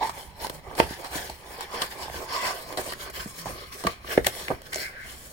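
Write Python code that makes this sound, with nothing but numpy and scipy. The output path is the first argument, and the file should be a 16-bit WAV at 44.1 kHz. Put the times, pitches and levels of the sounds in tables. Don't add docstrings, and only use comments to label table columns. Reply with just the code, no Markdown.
import sys
import numpy as np
from scipy import signal
from scipy.fft import rfft, irfft, next_fast_len
from scipy.io import wavfile
from scipy.ndimage import uniform_filter1d, map_coordinates

SR = 44100
rng = np.random.default_rng(int(sys.argv[2]) if len(sys.argv) > 2 else 0)


def to_wav(s):
    ch = np.atleast_2d(s).T
    pcm = np.round(np.clip(ch, -1, 1) * 32767)
    wavfile.write(sys.argv[1], SR, pcm.astype(np.int16))


N = 234656

# start_s, level_db, pitch_hz, t60_s, cover_ring_db, thud_db
KNOCKS = [(0.467, -24.5, 494, 0.01, -25, -27), (0.5, -21.5, 422, 0.011, -8, -25),
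          (0.667, -33, 790, 0.028, -12, -22), (0.703, -34, 895, 0.018, -14, -23),
          (0.712, -31.5, 940, 0.034, -1, -20), (0.7993, -7, 916, 0.035, 0, -8),
          (0.8007, -4, 547, 0.01, -27, -26), (0.909, -22, 219, 0.0066, -18, -16),
          (1.156, -26, 322, 0.03, -4, -1), (1.297, -29, 810, 0.027, -0.5, 0),
          (1.586, -30.5, 486, 0.029, -23, -21), (1.741, -27, 464, 0.04, -19, -17),
          (2.082, -24.5, 850, 0.015, -11, -20), (2.099, -25.5, 686, 0.017, -17, -10),
          (2.143, -30, 524, 0.02, -3, -12), (2.724, -32, 653, 0.017, 4, -17),
          (2.775, -24, 484, 0.022, 0, -32), (2.785, -17.5, 670, 0.028, -11, -23),
          (2.793, -16, 690, 0.0065, -4.5, -22), (2.877, -28, 553, 0.012, -14, -4),
          (2.888, -25.5, 536, 0.0071, -7, -14), (2.923, -25, 980, 0.012, -12, -26),
          (3.259, -24.5, 202, 0.047, -11, -14), (3.457, -27.5, 633, 0.041, -23, -7),
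          (3.468, -24, 794, 0.03, -24, -2), (3.849, -18, 406, 0.03, 0.5, -12),
          (3.855, -21, 197, 0.074, -14, -15), (3.87, -11, 1150, 0.034, -3.5, -10),
          (4.045, -30, 1150, 0.014, -4, -24), (4.178, 2.5, 450, 0.01, -21.5, -50),
          (4.274, -26, 555, 0.0067, 4, -16), (4.284, -25, 654, 0.027, -11, -20),
          (4.504, -13.5, 680, 0.0072, -12, -4), (4.5074, -18, 450, 0.019, -6, -19),
          (4.5117, -11.5, 482, 0.0049, -12.5, -22), (4.515, -18.5, 950, 0.013, -1, -34),
          (4.758, -27, 627, 0.044, -1, -25)]


def amp(db):
    return 10 ** (np.asarray(db) / 20)


def unit(x):
    return x / np.sqrt(np.mean(x ** 2) + 1e-20)


def unit_peak(x):
    return x / np.abs(x).max()


def along(points, hz):
    freq_hz, values = np.transpose(points)
    return np.interp(np.log(hz + 1), np.log(freq_hz + 1), values)


def wobble(rate_hz):
    knots = rng.standard_normal(int(N * rate_hz / SR) + 4)
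    return map_coordinates(knots, [np.arange(N) * rate_hz / SR])


def filtered(x, response):
    n = x.shape[-1]
    size = next_fast_len(n + 8192)
    return irfft(rfft(x, size) * response(np.fft.rfftfreq(size, 1 / SR)), size)[..., :n]


def add(track, start_s, sound):
    part = track[..., max(round(start_s * SR), 0):][..., :sound.shape[-1]]
    part += sound[..., :part.shape[-1]]


def coloured(pair, spectrum):
    # freq_hz, correlation
    likeness = [(100, 0.9), (700, 0.7), (2000, 0.65), (5000, 0.54), (14000, 0.081)]

    def response(hz):
        angle = np.arccos(np.clip(along(likeness, hz), -1, 1)) / 2
        return amp(along(spectrum, hz)) * [np.cos(angle), np.sin(angle)]
    mid, side = filtered(pair, response)
    return unit(np.array([mid + side, mid - side]))


def noise(n, spectrum):
    return coloured(rng.standard_normal((2, n)), spectrum)


def patchy(x, depth_db):
    bins = signal.stft(x, nperseg=512)[2]
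    field = uniform_filter1d(rng.standard_normal(bins.shape[1:]), size=6, axis=0)
    field = uniform_filter1d(field, size=14, axis=1)
    return signal.istft(bins * amp(depth_db * unit(field)), nperseg=512)[1][:, :N]


def friction(spectrum, slips_per_s, grain_db, judder_db, judder_hz):
    slips = (rng.random(N) < slips_per_s / SR) * rng.standard_normal((2, N))
    force = rng.standard_normal((2, N)) + amp(grain_db) * unit(slips)
    force *= amp(judder_db * wobble(judder_hz))
    return coloured(patchy(force, depth_db=3.0), spectrum)


def swelling(strokes, roundness=1.43):
    t = np.arange(N) / SR
    power = np.zeros((len(strokes[0]) - 2, N))
    for crest_s, width_s, *levels_db in strokes:
        near = np.abs(t - crest_s) < 4 * width_s
        speed = .5 ** (np.abs(2 * (t[near] - crest_s) / width_s) ** roundness)
        power[:, near] += np.outer(amp(levels_db), speed) ** 2
    return np.sqrt(power)


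def room_air():
    # freq_hz, level_db
    spectrum = [(20, 2), (60, -3), (150, -3), (700, -27), (2000, -17), (8000, -32.5), (16000, -67)]
    return amp(-55.0) * noise(N, spectrum)


def room(x):
    # freq_hz, t60_s
    decay = [(150, 0.14), (600, 0.13), (3000, 0.14), (12000, 0.067)]
    hz, t, bins = signal.stft(rng.standard_normal((2, SR // 2)), SR, nperseg=256)
    tail = signal.istft(bins * amp(-60 * t / along(decay, hz)[:, None]), SR, nperseg=256)[1]
    delayed = np.pad(x, ((0, 0), (220, 0)))
    return signal.fftconvolve(delayed, tail / np.linalg.norm(tail[0]), axes=1)[:, :N]


def microphones(x):
    # freq_hz, left_minus_right_db
    balance = [(60, -0.5), (92, -2.5), (140, -5), (210, -0.5), (330, -6), (500, -2), (770, -6.5),
               (1170, -3.5), (1790, 0), (2740, 3), (4190, 2), (6410, 0.5), (9810, 0.5), (15000, -0.5)]
    # freq_hz, lead_rad
    lead = [(0, 0), (780, 0), (1130, 1.3), (1400, 3.5), (16600, 84)]

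    def response(hz):
        left = amp(along(balance, hz) / 2) * np.exp(.5j * np.interp(hz, *np.transpose(lead)))
        return np.array([left, 1 / left])
    return filtered(x, response)


def bending(drag_gain, rest_db=-52.5, pull_db=-17.5, rise_s=0.0026, t60_s=0.41):
    # freq_hz, level_db
    spectrum = [(15, -16), (30, -7), (57, 9.5), (90, -1), (170, -5), (260, -8.5), (500, -32.5)]
    gain, t = np.zeros(N), np.arange(SR // 2) / SR
    give = (1 - np.exp(-t / rise_s)) * amp(-60 * t / t60_s)
    for start_s, knock_db, *_ in KNOCKS:
        span = slice(round(start_s * SR), round(start_s * SR) + len(t))
        gain[span] = np.maximum(gain[span], amp(-34 + 0.44 * knock_db) * give)
    gain = np.hypot(np.hypot(gain, amp(rest_db)), amp(pull_db) * drag_gain)
    return gain * friction(spectrum, 36, grain_db=-21, judder_db=0.9, judder_hz=17)


def fingertips():
    # crest_s, width_s, level_db
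    strokes = [(4.12, 0.065, -38), (4.86, 0.081, -37.5), (5.02, 0.14, -43)]
    # freq_hz, level_db
    spectrum = [(900, -42), (1150, -22), (1380, -1), (1580, 5.5), (1850, -2), (2150, 2), (2500, -6),
                (2900, -14), (3600, -16), (4400, -19), (5200, -19), (8000, -31)]
    return swelling(strokes) * friction(spectrum, 370, grain_db=-28, judder_db=1.5, judder_hz=25)


def broad_scrapes():
    # crest_s, width_s, level_db
    scrapes = [(1.785, 0.084, -40), (2.355, 0.093, -32.5), (2.468, 0.089, -28.5)]
    # freq_hz, level_db
    spectrum = [(350, -12), (690, 10), (850, -0.5), (1100, 12), (1350, -2), (1560, 10), (1780, -5),
                (2000, 7), (2300, -6), (2600, 1), (3100, -10), (3900, -10), (4500, -3), (5400, 1),
                (6400, -15), (12000, -33)]
    return swelling(scrapes) * friction(spectrum, 900, grain_db=-12, judder_db=1.0, judder_hz=110)


def card_edge():
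    # crest_s, width_s, level_db
    rasps = [(2.345, 0.06, -46), (2.475, 0.07, -38.5), (4.805, 0.08, -38.5)]
    # freq_hz, level_db
    spectrum = [(2500, -30), (3800, -12), (4400, 5), (4900, 1), (5500, 1), (6200, -18), (7200, -9),
                (10000, -30)]
    return swelling(rasps) * friction(spectrum, 800, grain_db=-7, judder_db=4.0, judder_hz=89)


def swishes(rise_s=0.0053):
    # start_s, level_db, hold_s, t60_s
    events = [(4.72, -36, 0.12, 0.21)]
    # freq_hz, level_db
    spectrum = [(700, -15), (1200, -9), (1550, 11.5), (1800, 2), (2050, 10), (2900, -4), (3500, -3),
                (4400, 2), (5500, -1), (6100, -19), (7000, -5), (9000, -12), (14000, -33)]
    gain, t = np.zeros(N), np.arange(SR // 2) / SR
    for start_s, level_db, hold_s, t60_s in events:
        fade = amp(level_db - 60 * np.maximum(t - hold_s, 0) / t60_s)
        add(gain, start_s, fade * (1 - np.exp(-t / rise_s)))
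    return gain * friction(spectrum, 900, grain_db=4, judder_db=-0.5, judder_hz=65)


def squeaks(waver=0.07, flutter_db=2.0):
    # start_s, length_s, pitch_hz, level_db
    events = [(0.008, 0.019, 904, -22.5), (0.021, 0.02, 946, -24), (0.034, 0.03, 925, -23.5),
              (0.055, 0.043, 926, -33.5), (0.52, 0.098, 155, -46.5), (2.799, 0.045, 595, -41),
              (3.35, 0.14, 170.4, -46), (4.083, 0.073, 1537, -31.5)]
    out = np.zeros(N)
    for start_s, length_s, pitch_hz, level_db in events:
        n = int(length_s * SR)
        phase = 2 * np.pi * np.cumsum(pitch_hz * (1 + waver * wobble(362)[:n])) / SR
        grip = amp(level_db + flutter_db * wobble(264)[:n]) * signal.windows.tukey(n, .7)
        add(out, start_s, grip * (np.sin(phase) + 0.07 * np.sin(2 * phase)))
    return out


def clicks(rise_s=0.00015):
    # start_s, level_db, pitch_hz, t60_s
    events = [(0.4968, -19, 11500, 0.014), (0.5005, -25, 8000, 0.016), (2.7258, -27, 11000, 0.011),
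              (2.921, -22, 9500, 0.008), (2.934, -17.5, 13000, 0.006), (3.0038, -33, 11500, 0.012),
              (3.099, -26.5, 9000, 0.053), (3.869, -20, 11500, 0.0083), (4.618, -29, 9000, 0.012),
              (4.732, -22, 9500, 0.012)]
    # pitch_ratio, level_db
    shape = [(0.15, -6), (0.5, -6), (1, -1), (1.4, -2), (2, -16)]
    out, t = np.zeros((2, N)), np.arange(SR // 16) / SR
    for start_s, level_db, pitch_hz, t60_s in events:
        crack = noise(len(t), [(ratio * pitch_hz, db) for ratio, db in shape])
        add(out, start_s, amp(level_db - 11 - 60 * t / t60_s) * (1 - np.exp(-t / rise_s)) * crack)
    return out


def flicks(build_t60_s=0.0093, fade_t60_s=0.011, flutter_t60_s=0.053, travel_s=0.0035, travel_hz=1000):
    # release_s, scrape_db, release_db
    events = [(4.268, -12, -7)]
    # freq_hz, level_db
    spectrum = [(250, -0.5), (650, 8.5), (950, -1), (1200, -25), (1550, 6), (2900, 4.5), (3700, 4.5),
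                (5700, -1.5), (7500, 4), (11000, -4.5), (15000, 1.5), (16300, 3), (16600, -24)]
    out, t = np.zeros((2, N)), np.arange(-SR // 50, SR // 8) / SR
    dispersion = lambda hz: np.exp(-4j * np.pi * travel_s * np.sqrt(travel_hz * hz))
    release = filtered(1. * (t == 0), lambda hz: amp(along(spectrum, hz)) * dispersion(hz))
    build = amp(-60 * np.abs(t) / build_t60_s)
    fade = amp(-60 * np.abs(t) / fade_t60_s) + amp(-15 - 60 * np.abs(t) / flutter_t60_s)
    for release_s, scrape_db, release_db in events:
        scrape = np.where(t < 0, build, fade) * noise(len(t), spectrum)
        add(out, release_s + t[0], amp(scrape_db) * scrape + amp(release_db) * unit_peak(release))
    return out


def snaps(rise_s=0.00068, scuff_db=-25, scuff_t60_s=0.036, tick_db=3, tick_t60_s=0.00036):
    # start_s, level_db, flap_db, flap_hz, t60_s
    events = [(0.094, -23, 3, 1100, 0.045), (0.445, -28.5, 12, 920, 0.036), (0.468, -18.5, -7, 990, 0.016),
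              (0.497, -19.5, -3.5, 1010, 0.023), (0.751, -28.5, 2.5, 880, 0.051),
              (0.779, -30, 9, 2300, 0.031), (0.787, -24, 8, 800, 0.032), (0.8, -12.5, 11, 2530, 0.016),
              (1.045, -25, 3, 1000, 0.027), (1.157, -24, -15, 1200, 0.035), (1.297, -22.5, -7, 1000, 0.034),
              (1.607, -21, 2.5, 1080, 0.039), (1.817, -15.5, -2.5, 1110, 0.056),
              (1.8192, -14.5, 4, 3160, 0.028), (2.098, -34.5, 17.5, 1810, 0.0088),
              (2.726, -23, 0, 2000, 0.011), (2.773, -20, -4, 1730, 0.12), (2.889, -26, -10, 1200, 0.008),
              (2.922, -22.5, 10, 1040, 0.016), (2.934, -25.5, 4.5, 1790, 0.023),
              (3.139, -34, -5, 1400, 0.055), (3.458, -30.5, 16, 1010, 0.014), (3.838, -18, 3, 900, 0.02),
              (3.868, -12, 4.5, 2020, 0.027), (4.1759, -23.5, 21.5, 1700, 0.013),
              (4.1794, -27.5, 19, 1960, 0.015), (4.2454, -20.5, 2, 2130, 0.047),
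              (4.2613, -23, 6, 1790, 0.027), (4.351, -26, 4, 1794, 0.011), (4.482, -23, 14, 2040, 0.013),
              (4.618, -32.5, 4, 805, 0.02), (4.732, -15.5, -5, 2100, 0.018), (4.744, -20.5, 7, 6500, 0.014),
              (4.758, -20, 4.5, 6570, 0.019)]
    # freq_hz, level_db
    crisp = [(1200, 1.5), (3000, 1), (4500, 6.5), (6300, -3.5), (9000, 0), (15000, -10.5)]
    # pitch_ratio, level_db
    flap_shape = [(0.25, -14), (0.65, -6.5), (1, 3.5), (1.4, -9.5), (2.1, -17.5), (3.6, -34)]
    out, t = np.zeros((2, N)), np.arange(SR // 5) / SR
    attack = 1 - np.exp(-t / rise_s)
    tick = amp(tick_db - 60 * np.abs(t - 2 * rise_s) / tick_t60_s)
    for start_s, level_db, flap_db, flap_hz, t60_s in events:
        envelope = attack * (amp(-60 * t / t60_s) + amp(scuff_db - 60 * t / scuff_t60_s))
        crack = amp(-9) * (envelope + tick) * noise(len(t), crisp)
        flap_spectrum = [(ratio * flap_hz, db) for ratio, db in flap_shape]
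        flap = amp(flap_db - 7.0) * envelope * noise(len(t), flap_spectrum)
        add(out, start_s, amp(level_db) * (crack + flap))
    return out


def knocks(rise_s=0.00049, settle_t60_s=0.037, thud_s=0.0014, corner_hz=142):
    # freq_hz, width_hz, level_db
    modes = [(170, 22, -46), (355.7, 28, 4), (475, 31, 0), (652, 49, 1.5), (840, 52, -31), (1157, 170, -11),
             (1585, 60, -2.5), (2020, 55, -32)]

    def cover(hz):
        return sum((-1) ** k * amp(db) * 1j * hz * width_hz / (mode_hz ** 2 - hz ** 2 + 1j * hz * width_hz)
                   for k, (mode_hz, width_hz, db) in enumerate(modes))
    out, t = np.zeros((2, N)), np.arange(SR // 5) / SR
    u = t / thud_s
    thud = unit_peak(-u * (2 - u) * np.exp(-u))
    attack = 1 - np.exp(-t / rise_s)
    for start_s, level_db, pitch_hz, t60_s, ring_db, thud_db in KNOCKS:
        swing = unit_peak(-np.sin(2 * np.pi * pitch_hz * t) * amp(-60 * t / t60_s) * attack)
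        contacts = 0.1 * rng.standard_normal(len(t)) * amp(-60 * t / settle_t60_s)
        contacts[0] = -1
        ring = unit_peak(filtered(contacts, cover))
        add(out, start_s, amp(level_db - 2.5) * (swing + amp(ring_db) * ring + amp(thud_db) * thud))
    return signal.sosfilt(signal.butter(2, corner_hz, "highpass", fs=SR, output="sos"), out)


def pocket_ring(width_hz=320):
    # time_s, pitch_hz, level_db
    glide = [(0, 922, 2.5), (0.7, 825.7, -3.5), (2.24, 954, -1.5), (2.35, 1083, 11.5), (2.5, 1078, 1),
             (2.75, 1061, -4.5), (3.6, 1169, 0), (4.4, 1232, -12)]
    time_s, pitch_hz, level_db = np.transpose(glide)
    t = np.arange(N) / SR
    phase = 2 * np.pi * np.cumsum(np.interp(t, time_s, pitch_hz)) / SR
    ring = unit(wobble(width_hz) * np.cos(phase) + wobble(width_hz) * np.sin(phase))
    return amp(np.interp(t, time_s, level_db) - 4.5) * ring


def jamming(edge_s=0.003):
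    # start_s, length_s, gain_db
    jams = [(0.484, 0.016, -3), (0.604, 0.036, -5), (0.645, 0.12, -2), (1.35, 0.12, -0.5),
            (2.935, 0.013, -4), (3.115, 0.022, -7), (3.976, 0.062, 1.5)]
    t = np.arange(N) / SR
    step = lambda at_s: np.tanh((t - at_s) / edge_s) / 2
    return amp(sum(db * (step(start_s) - step(start_s + length_s)) for start_s, length_s, db in jams))


def sliding(drag_floor_db=-51, hiss_floor_db=-58.5):
    # crest_s, width_s, drag_db, hiss_db, fizz_db
    strokes = [(0.035, 0.037, -29, -34.5, -42.5), (0.074, 0.05, -37, -41, -40),
               (0.193, 0.11, -44.5, -44, -44), (0.444, 0.061, -37, -36.5, -38),
               (0.55, 0.058, -47, -51, -46), (0.725, 0.13, -41, -50, -54),
               (0.793, 0.029, -33.5, -31, -31.5), (0.831, 0.08, -36, -39, -41),
               (0.917, 0.058, -39, -35.5, -43), (1.005, 0.054, -42, -44, -45.5),
               (1.061, 0.042, -36, -40.5, -46), (1.162, 0.08, -34.5, -35, -36),
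               (1.25, 0.15, -44.5, -42, -42.5), (1.511, 0.17, -44.5, -45, -46.5),
               (1.62, 0.061, -37.5, -38.5, -45), (1.755, 0.078, -34.5, -39, -44.5),
               (1.83, 0.056, -35, -35.5, -37), (1.923, 0.053, -45.5, -41, -43.5),
               (2.023, 0.096, -36, -40, -40.5), (2.166, 0.073, -38.5, -39.5, -39),
               (2.228, 0.07, -38.5, -42.5, -44), (2.355, 0.098, -36.5, -33.5, -40),
               (2.472, 0.093, -33, -34, -33.5), (2.59, 0.13, -45, -39.5, -42),
               (2.718, 0.083, -36.5, -45.5, -46.5), (2.806, 0.042, -38, -39, -38),
               (2.872, 0.09, -39, -40, -37), (2.918, 0.03, -42, -37, -46), (3.025, 0.06, -43, -41, -38.5),
               (3.075, 0.057, -40, -42.5, -61), (3.16, 0.047, -64, -39, -39),
               (3.208, 0.075, -39, -36.5, -39.5), (3.297, 0.052, -54, -45, -42),
               (3.392, 0.069, -52.0, -41.5, -39), (3.489, 0.081, -37, -42.5, -41.5),
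               (3.606, 0.14, -45.5, -42, -47.5), (3.74, 0.039, -43, -39.5, -43),
               (3.803, 0.05, -50, -42.5, -40), (3.886, 0.085, -38.5, -40, -44),
               (4.123, 0.068, -33.5, -35, -36), (4.28, 0.041, -46, -46, -35),
               (4.386, 0.15, -43.5, -40, -38.5), (4.523, 0.066, -36, -49, -50),
               (4.667, 0.04, -48.5, -46.5, -49), (4.8, 0.1, -41, -43, -37), (5.11, 0.1, -54, -43, -44),
               (5.269, 0.26, -64, -53.5, -45)]
    # freq_hz, level_db
    leather = [(120, -22), (250, -9), (360, 0.5), (520, 1), (680, 1), (800, -5.5), (950, -7.5), (1150, -1),
               (1350, -8.5), (1800, -16.5), (2400, -4), (4000, -62)]
    paper = [(600, -21), (1200, -3), (1600, 5.5), (2050, 0.5), (2650, -2), (3100, 0), (4400, -0.5),
             (5500, -1.5), (6400, -24), (9000, -55)]
    fine = [(4000, -3), (6000, 3.5), (7500, 3), (9500, 5), (12500, 0.5), (15900, 2), (16600, -62)]
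    drag_gain, hiss_gain, fizz_gain = swelling(strokes)
    drag_gain = np.hypot(drag_gain, amp(drag_floor_db))
    hiss_gain = np.hypot(hiss_gain, amp(hiss_floor_db))
    speed = unit(np.sqrt(hiss_gain))
    drag = amp(-2.5) * friction(leather, 160 * speed, grain_db=-11.5, judder_db=2.5, judder_hz=68)
    ring = pocket_ring()
    hiss = amp(-1.4) * friction(paper, 400 * speed, grain_db=-8.5, judder_db=2.0, judder_hz=95)
    fizz = amp(-1.07) * friction(fine, 700 * speed, grain_db=-7.5, judder_db=1.4, judder_hz=69)
    rub = drag_gain * (drag + ring) + hiss_gain * hiss + fizz_gain * fizz
    return jamming() * rub + bending(drag_gain)


def scene():
    blows = knocks() + snaps() + clicks() + flicks()
    rubbing = sliding() + fingertips() + broad_scrapes() + card_edge() + swishes() + squeaks()
    handling = blows + rubbing
    return microphones(handling + room_air()) + room(amp(-12.5) * handling)


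def record(dry):
    return filtered(np.clip(dry, -1, 1), lambda hz: hz < 16600)


dry = scene()
out = record(dry)
to_wav(out)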